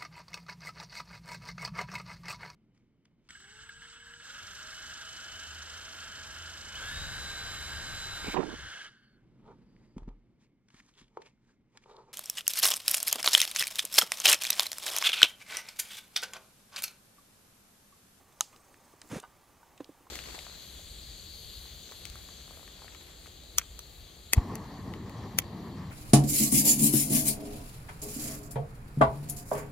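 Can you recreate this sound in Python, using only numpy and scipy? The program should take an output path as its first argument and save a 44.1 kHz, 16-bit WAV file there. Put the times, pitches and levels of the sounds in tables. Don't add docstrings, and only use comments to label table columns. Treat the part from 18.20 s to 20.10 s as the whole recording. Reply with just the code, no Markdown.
import sys
import numpy as np
from scipy import signal
from scipy.fft import rfft, irfft
from scipy.io import wavfile
from scipy.ndimage import uniform_filter1d

SR = 44100
rng = np.random.default_rng(int(sys.argv[2]) if len(sys.argv) > 2 else 0)


def elevation(decibels):
    levels = np.asarray(decibels, float)
    return 10 ** (levels / 20)


def to_wav(s):
    ch = np.atleast_2d(s).T
    pcm = np.round(np.clip(ch, -1, 1) * 32767)
    wavfile.write(sys.argv[1], SR, pcm.astype(np.int16))


N = 83790
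LEAN_DB = np.array([[-0.5], [0.5]])


def evened(x):
    return x / np.sqrt(np.mean(x ** 2) + 1e-20)


def read(points, hz):
    f, value = np.transpose(points)
    return np.interp(np.log(hz + 1), np.log(f + 1), value)


def curve(points):
    return np.interp(np.arange(N) / SR, *np.transpose(points))


def add(mix, start_s, sound):
    part = mix[round(start_s * SR):][:len(sound)]
    part += sound[:len(part)]


def coloured(x, points):
    hz = np.fft.rfftfreq(x.shape[-1], 1 / SR)
    return irfft(rfft(x) * elevation(read(points, hz)), x.shape[-1])


def ring(modes, rise_s, tilt_db=0, sag=0):
    sag_s = 0.0031
    t = np.arange(5000) / SR
    bent = t + sag * sag_s * (1 - np.exp(-t / sag_s))
    pivot_hz = modes[min(1, len(modes) - 1)][0]
    x = np.zeros(len(t))
    for hz, db, t60_s in modes:
        level_db = db + tilt_db * np.log2(abs(hz) / pivot_hz)
        x += elevation(level_db - 60 * t / t60_s) * np.sin(2 * np.pi * hz * bent)
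    x = x * np.sin(np.pi / 2 * np.minimum(t / rise_s, 1)) ** 2
    return x / abs(x).max()


def hiss(points, patch_db, swell_db):
    # f/Hz, correlation
    likeness = [(30, 1), (70, 0.96), (200, 0.66), (700, 0.87), (1500, 0.72), (2500, 0.81), (4600, 0.96),
                (5600, 0.3), (15000, 0.91)]
    count, hz = N // 256 + 5, np.fft.rfftfreq(1024, 1 / SR)
    a, b, c, d, patches = rng.standard_normal((count, 513, 5)).T
    patches = uniform_filter1d(patches, size=12, axis=0)
    patches = evened(uniform_filter1d(patches, size=10, axis=1))
    swell = evened(uniform_filter1d(rng.standard_normal(count), size=6))
    same = np.clip(read(likeness, hz), -1, 1)[:, None]
    left = a + 1j * b
    right = same * left + np.sqrt(1 - same ** 2) * (c + 1j * d)
    level_db = read(points, hz)[:, None] + patch_db * patches + swell_db * swell
    z = np.array([left, right]) * elevation(level_db)
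    return evened(signal.istft(z, nperseg=1024, noverlap=768)[1][:, :N])


def room_hum():
    # f/Hz, density/dB
    hum_colour = [(20, -12.5), (45, 2), (150, 0.5), (310, -0.5), (450, -3.5), (900, -3.5), (1500, -14),
                  (3500, -17.5), (16000, -18.5)]
    return elevation(-63.5) * hiss(hum_colour, patch_db=1.27, swell_db=0.6)


def rustle():
    # t/s, level/dB
    rustle_level = [(0, -77), (.2, -66.5), (.5, -69.5), (.8, -67), (.9, -61), (1.08, -73.5), (1.25, -78.5),
                    (1.9, -81)]
    # f/Hz, density/dB
    rustle_colour = [(300, 1), (1000, 2), (2500, -13), (6000, -5), (12000, -12.5)]
    return elevation(curve(rustle_level)) * hiss(rustle_colour, patch_db=2.5, swell_db=1.5)


def fan():
    centre_hz, width_hz, level_db = 1164, 40, -74
    t, r = np.arange(N) / SR, np.exp(-np.pi * width_hz / SR)
    z = signal.lfilter([1 - r], [1, -r], rng.standard_normal((N, 2)) @ [1, 1j])
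    return elevation(level_db) * evened((z * np.exp(2j * np.pi * centre_hz * t)).real)


def lens_motor():
    # multiple of step tone, level/dB, end t/s
    motor_orders = [(4, -77.5, 0.77), (5, -74.5, 0.77), (6, -80, .76), (7, -87, 0.56)]
    # t/s, level/dB
    motor_load = [(0, -5.5), (.2, 0), (.4, 1.5), (.7, 0), (1.1, 9)]
    tone_hz, steps_per_s, step_on, first_step_s = 1620, 25, 0.45, 0.0005
    t = np.arange(N) / SR
    phase = (t - first_step_s) * steps_per_s
    on = uniform_filter1d(1. * (phase % 1 < step_on), size=90)
    luck = rng.standard_normal((60, 5))[phase.astype(int)]
    turns = np.cumsum(tone_hz * (1 + 0.00084 * luck[:, 4])) / SR
    whine = np.zeros(N)
    for i, (k, db, end_s) in enumerate(motor_orders):
        level_db = db + 1.1 * luck[:, i] - 23 * (t > end_s)
        whine += elevation(level_db) * np.sqrt(2) * np.sin(2 * np.pi * k * turns + i)
    return elevation(curve(motor_load)) * on * whine


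def walls(x):
    # f/Hz, t60/s
    wall_decay = [(300, 0.31), (1200, 0.27), (3000, 0.28), (6500, 0.32), (12000, 0.3)]
    # f/Hz, level/dB
    wall_colour = [(300, -1.5), (3500, 7.5), (5300, -1), (6400, 5), (7500, 2), (12000, -7)]
    at = np.arange(120, 22000, 20) + rng.integers(0, 20, (2, 1094))
    taps = np.zeros((2, 22050))
    np.put_along_axis(taps, at, rng.choice([-1., 1.], at.shape), 1)
    taps = np.array([taps[0], 1.08 * taps[0] + 0.5 * taps[1]])
    hz, t, z = signal.stft(taps, SR, nperseg=256)
    tail = signal.istft(z * elevation(-60 * t / read(wall_decay, hz)[:, None]), SR, nperseg=256)[1]
    echo = signal.fftconvolve(x[None], tail / np.linalg.norm(tail[0]), axes=1)[:, :N]
    return elevation(-21) * coloured(echo, wall_colour)


def ports(x):
    # f/Hz, level/dB
    side_level = [(200, -17), (1000, -12.5), (2500, -22), (4500, -17), (6500, -16.5), (9000, -8),
                  (15000, -7)]
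    turned = signal.hilbert(x).imag
    side = coloured(0.97 * turned - 0.17 * x, side_level)
    return np.array([x + side, x - side]) * elevation(LEAN_DB)


def drag():
    # t/s, level/dB
    pressure = [(.893, -77), (.902, -55), (.912, -45), (.92, -40.5), (.945, -40.5), (.968, -39),
                (.985, -43.5), (.993, -56), (1.005, -73)]
    # f/Hz, level/dB, t60/s
    board_modes = [(114, -13, 0.028), (167, -4, 0.053), (219, 0, 0.04), (303, 0, 0.051), (367, -2, 0.027),
                   (432, -4, 0.046), (494, 1, 0.06), (720, -16, 0.033)]
    # f/Hz, density/dB
    fur_colour = [(500, -39), (758, -1), (1310, -5.5), (1930, -6.5), (4800, -17), (6500, -12),
                  (8000, -16.5), (10000, -17.5), (16000, -35)]
    # t/s, peak/dB, f/Hz
    catch_events = [
        (0.9002, -45.5, 244),
        (.917, -32, 161.5),
        (0.9283, -32, 267),
        (.938, -40, 456),
        (.9475, -49, 162),
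        (0.9546, -35.5, 165),
        (.962, -33, 193),
        (0.9793, -41.5, 412),
    ]
    slips_per_s, slip_spread_db, fur_spread_db = 1100, 2.5, 2.0
    board_db, fur_db, fur_share = -2, -7.5, 0.46
    start, end = (pressure[0][0] - 0.015, -90), (pressure[-1][0] + 0.0059, -90)
    db = curve([start] + list(pressure) + [end])
    top_db = db.max()
    slips = rng.standard_normal(N) * elevation(slip_spread_db * rng.exponential(1, N))
    slips = slips * (rng.random(N) < slips_per_s / SR)
    board = evened(signal.fftconvolve(slips, ring(board_modes, rise_s=0.00076))[:N])
    crackle = rng.standard_normal(N) * elevation(fur_spread_db * rng.exponential(1, N))
    fur = evened(coloured(crackle, fur_colour))
    catches = np.zeros(N)
    for s, peak_db, hz in catch_events:
        add(catches, s, -elevation(peak_db) * ring([(hz, 0, 0.039)], rise_s=0.0049))
    fur_level_db = top_db + fur_share * (db - top_db) + fur_db
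    return catches + board * elevation(db + board_db) + fur * elevation(fur_level_db)


def knocks():
    # t/s, peak/dB, tilt/(dB/octave)
    knock_events = [
        (1.599, -44, 6),
        (1.6029, -30, 1.5),
        (1.6905, -40, -2),
        (1.805, -54, -6),
    ]
    # f/Hz, level/dB, t60/s
    desk_modes = [(150, -6.5, 0.045), (279, 6, 0.05), (489, 1, 0.033), (755, -15.5, 0.038),
                  (960, -13, 0.05), (1450, -19, 0.035), (2310, -28, 0.01)]
    out = np.zeros(N)
    for s, db, tilt_db in knock_events:
        add(out, s, -elevation(db) * ring(desk_modes, 0.0022, tilt_db, sag=0.54))
    return out


def plastic_taps():
    # t/s, peak/dB, tilt/(dB/octave)
    tap_events = [
        (1.030, -44.5, 6.5),
        (1.0364, -36.5, 0.5),
        (1.047, -44, 5),
        (1.053, -50.5, 1),
        (1.430, -62, 10),
    ]
    # f/Hz, level/dB, t60/s
    part_modes = [(781, 1.5, 0.026), (911, 3.5, 0.03), (1202, 1, 0.036), (1500, -0.5, 0.03),
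                  (2080, -14, 0.027), (2904, -10, 0.021), (3770, -18, 0.02), (4660, -16, 0.013)]
    # f/Hz, level/dB, t60/s
    tube_modes = [(921, 0, .05), (1500, -2, .035)]
    out = np.zeros(N)
    add(out, 1.4290, elevation(-48) * ring(tube_modes, rise_s=0.003))
    for s, db, tilt_db in tap_events:
        add(out, s, elevation(db) * ring(part_modes, 0.0024, tilt_db))
    return out


def tick(hz, width_hz, t60_s):
    t = np.arange(2000) / SR
    crackle = rng.standard_normal(2000) * elevation(-60 * t / t60_s) * np.minimum(t / 0.00054, 1)
    crackle[8] += 2.8
    r = np.exp(-np.pi * width_hz / SR)
    poles = [1, -2 * r * np.cos(2 * np.pi * hz / SR), r * r]
    for _ in range(2):
        crackle = signal.lfilter([1, 0, -1], poles, crackle)
    return crackle / abs(crackle).max()


def wire_ticks():
    # t/s, peak/dB, centre f/Hz, width/Hz, t60/s
    tick_events = [(0.2085, -19.5, 5950, 8900, 0.005), (.2095, -37.5, 4800, 8850, 0.15),
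                   (.125, -57, 4000, 5000, 0.027), (0.327, -54.5, 1780, 2000, 0.074),
                   (0.3621, -46.5, 3509, 3000, 0.0087), (0.5424, -47.5, 1870, 1500, 0.013),
                   (0.541, -50, 5500, 7000, 0.0065), (0.816, -38.5, 4540, 2800, 0.014),
                   (0.8164, -39, 7800, 3020, 0.012), (0.817, -44.5, 1580, 1500, 0.025),
                   (.8745, -49, 7900, 6000, 0.006), (0.8898, -44, 7500, 6000, 0.0047),
                   (.8997, -49, 6300, 7000, .01), (0.9075, -48, 7000, 7000, 0.0072),
                   (.9162, -43, 2500, 4000, 0.014), (.918, -50, 6700, 1500, .01),
                   (1, -35, 6900, 5870, 0.014), (0.9979, -44.5, 3000, 3000, 0.025),
                   (1.025, -52.5, 8500, 3000, 0.029), (1.577, -48, 2370, 2460, 0.039),
                   (1.5774, -51.5, 6250, 4000, 0.019), (1.6076, -52.5, 6650, 1500, 0.011),
                   (1.604, -49, 2200, 2500, 0.04), (1.644, -43, 3770, 2950, 0.011),
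                   (1.72, -60, 2500, 2950, 0.011), (1.8674, -49.5, 980, 500, 0.022),
                   (1.373, -64, 1183, 120, 0.044), (0.327, -53, 1150, 250, 0.071),
                   (.736, -48, 248, 500, 0.022), (0.834, -55.5, 198, 295, 0.36),
                   (1.029, -47.5, 350, 400, 0.017)]
    out = np.zeros(N)
    for s, db, hz, width_hz, t60_s in tick_events:
        add(out, s, elevation(db) * tick(hz, width_hz, t60_s))
    return out


def snap():
    # f/Hz (minus: first swing inward), level/dB, t60/s
    frame_modes = [(825, -33.5, 0.065), (988, -16.5, 0.016), (1244, -15.5, 0.022), (2987, -22.5, 0.026),
                   (3271, -15.5, 0.013), (3849, -11.5, 0.012), (4923, -16, .012), (6481, 3.5, 0.0047),
                   (-7250, -10.5, 0.0061), (8308, -9.5, 0.0036), (10462, -11, 0.0046),
                   (-11700, -7.5, 0.0042), (15640, -21, 0.0046)]
    snap_s, snap_db, crack_db, cut_hz = 0.2081, -7.5, -6.5, 510
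    metal, crack = np.zeros((2, N))
    add(metal, snap_s, elevation(snap_db) * ring(frame_modes, rise_s=0.00061))
    add(crack, snap_s, elevation(crack_db) * tick(4000, 9900, 0.0011))
    thin = signal.butter(2, cut_hz, "high", fs=SR, output="sos")
    return signal.sosfilt(thin, metal), crack


def scene():
    floor = room_hum() + rustle()
    bass_cut = signal.butter(3, 76, "high", fs=SR, output="sos")
    paws = wire_ticks() + plastic_taps() + drag()
    near, pads = signal.sosfilt(bass_cut, [paws, knocks()])
    metal, crack = snap()
    direct = ports(near + metal + lens_motor() + fan())
    direct = direct + pads * elevation([[-1.5], [1.5]])
    return direct + walls(near + pads + crack) + floor * elevation(LEAN_DB)


def low_pass(x):
    return signal.sosfilt(signal.butter(12, 16820, fs=SR, output="sos"), x)


def record(dry):
    edge = signal.firwin(255, 15650, window=("kaiser", 8), fs=SR)
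    mix = signal.oaconvolve(dry, edge[None], "same")
    return low_pass(mix)


dry = scene()
out = record(dry)
to_wav(out)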